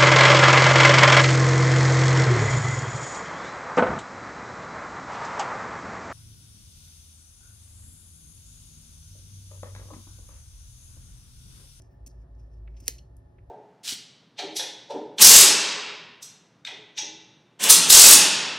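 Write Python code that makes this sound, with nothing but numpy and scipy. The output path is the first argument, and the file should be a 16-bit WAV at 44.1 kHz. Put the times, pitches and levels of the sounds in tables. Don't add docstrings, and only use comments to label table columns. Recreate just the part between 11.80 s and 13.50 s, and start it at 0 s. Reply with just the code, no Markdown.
import sys
import numpy as np
from scipy import signal
from scipy.fft import rfft, irfft
from scipy.io import wavfile
from scipy.ndimage import uniform_filter1d

SR = 44100
rng = np.random.default_rng(int(sys.argv[2]) if len(sys.argv) > 2 else 0)


def transcribe(signal):
    frames = np.atleast_2d(signal).T
    limited = np.clip(frames, -1, 1)
    pcm = np.round(limited * 32767).astype(np.int16)
    wavfile.write(sys.argv[1], SR, pcm)


def undo_db(level):
    steps = np.asarray(level, float) / 20
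    return 10 ** steps


N = 74970

# (time [s], level [dB], pitch [Hz])
MACHINE_HUM = [(0.0, -52.5, 60.7), (0.07, -57.5, 58.46), (0.15, -58, 54.14), (0.232, -43.5, 54.3),
               (0.288, -54.5, 54.1), (0.392, -42, 53.67), (0.478, -51, 55.2), (0.538, -42, 53.6),
               (0.6, -47, 55.27), (0.876, -41.5, 54.25), (1.154, -48.5, 57.37), (1.216, -54, 57.13),
               (1.372, -48, 59.36), (1.444, -58, 63.1), (1.472, -69, 59.37), (1.7, -55, 61)]
# (frequency [Hz], density [dB per Hz])
AIR_COLOUR = [(40, 2.5), (110, -3.5), (170, -14.5), (500, -18.5), (900, -26.5), (2400, -45.5),
              (12500, -57.5), (14500, -81)]
# (centre [Hz], width [Hz], level [dB])
ROOM_BOOMS = [(62, 42, -61), (103.5, 18, -62.5), (122, 60, -63.5), (263.2, 49, -72), (359.8, 42, -72.5),
              (576.3, 48, -80.5), (662.5, 53, -81), (839.6, 25, -82.5), (1770, 150, -87)]
# (frequency [Hz], phase [rad])
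PORT_LEAD = [(0, 0), (2000, .5), (2500, .9), (2800, -1.3), (3100, .8), (4600, -.2), (7300, 3.14),
             (13500, 9.42), (17000, 13)]
# (frequency [Hz], difference [dB])
HAND_SHADE = [(300, -3.5), (700, 9), (1300, 3.5), (2400, -5), (4400, 1), (16000, -0.5)]
# (frequency [Hz], level [dB])
PAPER_COLOUR = [(1200, -19), (2500, 1), (3800, -13.5), (5600, 0.5), (7200, -2.5), (10500, -8.5),
                (15000, -8.5), (16400, -30)]
# (time [s], level [dB])
FINGER_PRESSURE = [(0, -72.5), (0.038, -74.5), (.1, -85), (.13, -82), (.2, -96), (.4, -83), (0.428, -77),
                   (.46, -112), (0.579, -89), (.6, -73), (0.652, -90), (0.781, -82.5), (.82, -100),
                   (0.931, -89.5), (0.982, -72.5), (1.04, -64), (1.199, -77.5), (1.3, -100)]
# (time [s], peak level [dB], mode [Hz], t60 [s])
TABLE_THUDS = [
    (.268, -52, 240, .04),
    (1.022, -48, 270, .04),
    (1.0835, -40, 480, .03),
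    (1.082, -47, 260, .04),
]
# (time [s], level [dB], length [s], centre
# [Hz], width [Hz])
NAIL_TICKS = [(.135, -80, .02, 1700, 400), (.435, -78, .03, 1350, 600), (.8752, -57, .003, 2200, 900),
              (.8752, -64, .004, 1400, 700), (.8752, -73, .002, 3300, 700), (1.1832, -60, .007, 5500, 800),
              (.105, -86, .05, 14800, 1500), (1.012, -80, .05, 14800, 1500), (1.1832, -58, .007, 4270, 350),
              (1.1832, -63, .007, 3200, 700), (1.5835, -65, .004, 2280, 600),
              (1.5835, -70, .004, 1600, 500)]
# (time [s], level [dB], length [s], centre [Hz], width [Hz])
GLUE_CRACKLES = [(0.0192, -55.5, 0.001, 8000, 9000), (0.2626, -50.5, 0.015, 9230, 10700),
                 (0.549, -79, 0.0045, 5500, 3000), (.292, -71, 0.023, 5100, 2000),
                 (.94, -78.5, .012, 2337, 2310), (0.9666, -63.5, .006, 3340, 4000),
                 (.975, -72.5, .012, 3704, 4830), (1.0010, -55.5, .006, 9000, 12000),
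                 (1.057, -56.5, 0.0053, 9000, 12000), (1.067, -51.5, 0.012, 7000, 11720),
                 (1.1822, -55.5, 0.0053, 4500, 7560), (1.3663, -60.5, 0.0019, 11420, 7945),
                 (1.375, -83, 0.022, 10180, 6050)]
# (delay [s], level [dB])
SNAP_RETURNS = [(-.0004, -16), (-.0002, -10), (0, 0), (.0009, -10), (.0016, -10), (.0026, -16),
                (.0035, -18), (.0046, -18), (.0062, -18), (.0097, -23), (.0123, -27)]
# (frequency [Hz], level [dB], t60 [s])
SNAP_MODES = [(1000, -34, 0.014), (1925, -22, 0.0086), (2222, -19, 0.0076), (3240, -16.5, 0.0069),
              (4213, -7, 0.0046), (5900, 2, 0.0041), (7370, 0, 0.002123), (10130, 1.5, 0.0013),
              (12030, -1, .002), (14800, -8, .002)]


def colour(x, points):
    p = np.array(points, float)
    hz = np.arange(N // 2 + 1) * SR / N + 1
    gain_db = np.interp(np.log(hz), np.log(p[:, 0]), p[:, 1], left=-90)
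    return irfft(rfft(x) * undo_db(gain_db), N)


def level(x, db):
    return x * undo_db(db) / np.sqrt(np.mean(x ** 2))


def band(x, hz, width):
    return signal.lfilter(*signal.iirpeak(min(hz, .4 * SR), hz / width, fs=SR), x)


def ring(x, hz, t60):
    pole = np.exp(2j * np.pi * hz / SR - np.log(1000) / (t60 * SR))
    return signal.lfilter([1], [1, -pole], x).imag


def click(s):
    k = np.arange(N) - s * SR
    return np.sinc(k) * np.exp(-(k / 6) ** 2)


def walk(rate):
    hold = int(SR / rate)
    steps = np.repeat(rng.standard_normal(N // hold + 1), hold)
    return 1.6 * uniform_filter1d(uniform_filter1d(steps, hold), hold)[:N]


def grit(spread_db):
    sizes = undo_db(spread_db * rng.exponential(size=N))
    return level(rng.standard_normal(N) * sizes, 0)


def bursts(t, table, g):
    attack_s, release_s = .0006, .003
    out = 0
    for s, db, length, hz, width in table:
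        fade = np.exp(-np.maximum(t - s - length, 0) / release_s)
        env = np.clip((t - s) / attack_s, 0, 1) * fade
        burst = env * g
        for _ in range(3):
            burst = band(burst, hz, 1.2 * width)
        out = out + undo_db(db) * burst * np.sqrt(np.sum(env ** 2) / np.sum(burst ** 2))
    return out


def ports(x):
    p = np.array(PORT_LEAD, float)
    lead = np.interp(np.arange(N // 2 + 1) * SR / N, p[:, 0], p[:, 1])
    return np.array([x, irfft(rfft(x) * np.exp(-1j * lead), N)])


def apart(x):
    alike_below_hz, paired_above_hz = 415, 3500
    x = signal.sosfilt(signal.butter(2, alike_below_hz, "high", fs=SR, output="sos"), x)
    x = signal.sosfilt(signal.butter(3, paired_above_hz, fs=SR, output="sos"), x)
    return x * np.array([[1], [-1]])


def tilt(pair):
    q = np.vstack([[20, 0], HAND_SHADE, [SR / 2, 0]])
    return np.array([colour(pair[0], q * [1, .5]), colour(pair[1], q * [1, -.5])])


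def machine(t):
    p = np.array(MACHINE_HUM)
    pitch = np.interp(t, p[:, 0], p[:, 2]) * (1 + 0.0091 * walk(6.2))
    turn = 2 * np.pi * np.cumsum(pitch) / SR
    hum = np.sqrt(2) * undo_db(np.interp(t, p[:, 0], p[:, 1])) * np.sin(turn)
    octave_db = -19 - 52 + 1.5 * walk(18)
    hum = hum + undo_db(octave_db) * np.sin(2 * turn)
    noise = rng.standard_normal((2, N))
    air = level(colour(noise, AIR_COLOUR), -55)
    for hz, width, db in ROOM_BOOMS:
        boom = band(band(noise, hz, width), hz, 2 * width)
        air = air + level(boom, db) * undo_db(0.5 * walk(11))
    return hum + ports(air[0]) + 0.99 * apart(air[1])


def room(x):
    room_db, t60_s, treble_t60_s, late_s = -16, .25, .15, .016
    t = np.arange(SR // 2) / SR
    noise = rng.standard_normal((2, len(t))) * np.clip(t / late_s, 0, 1)
    low = signal.lfilter(*signal.butter(1, 5000, fs=SR), noise)
    tail = low * undo_db(-60 * t / t60_s) + (noise - low) * undo_db(-60 * t / treble_t60_s)
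    tail = tail / np.sqrt(np.sum(tail ** 2) / 2)
    wet = signal.fftconvolve(x[None], tail, axes=1)[:, :N] * undo_db(room_db)
    return ports(wet[0]) + .7 * apart(wet[1])


def slide(t):
    p = np.array(FINGER_PRESSURE)
    skin = level(colour(grit(0.6), PAPER_COLOUR), -5)
    skin = skin + 2.4 * band(skin, 5300, 810)
    skin = signal.sosfilt(signal.butter(6, 12800, fs=SR, output="sos"), skin)
    return skin * undo_db(np.interp(t, p[:, 0], p[:, 1]) + 2.2 * walk(60))


def thuds():
    out = 0
    for s, db, hz, t60 in TABLE_THUDS:
        knock = ring(band(click(s), hz, hz), hz, t60)
        out = out + undo_db(db) * knock / np.abs(knock).max()
    return out


def crackles(t):
    g = grit(-2.5)
    return bursts(t, GLUE_CRACKLES, colour(g, PAPER_COLOUR)) + bursts(t, NAIL_TICKS, g)


def snap(t):
    snap_s, snap_db = 1.0802, -4
    scatter_db, scatter_t60_s = -30, .02
    hits = 0
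    for k, (late, db) in enumerate(SNAP_RETURNS):
        hits = hits + (-1) ** k * undo_db(db) * click(snap_s + late)
    decay = (t > snap_s) * undo_db(-60 * np.abs(t - snap_s) / scatter_t60_s)
    hits = hits + undo_db(scatter_db) * decay * grit(1.3)
    rung = 0
    for k, (hz, db, t60) in enumerate(SNAP_MODES):
        rung = rung + (-1) ** k * undo_db(db) * ring(hits, hz, t60)
    return undo_db(snap_db) * rung / np.abs(rung).max()


def scene():
    t = np.arange(N) / SR
    near = slide(t) + thuds() + crackles(t) + snap(t)
    return machine(t) + room(near) + tilt(ports(near))


def top_cut(x):
    return signal.sosfilt(signal.butter(12, 16970, fs=SR, output="sos"), x)


def record(dry):
    x = signal.sosfilt(signal.ellip(8, .2, 60, 16100, fs=SR, output="sos"), dry)
    x = signal.sosfilt(signal.butter(4, 36, "high", fs=SR, output="sos"), x)
    return top_cut(x)


dry = scene()
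out = record(dry)
transcribe(out)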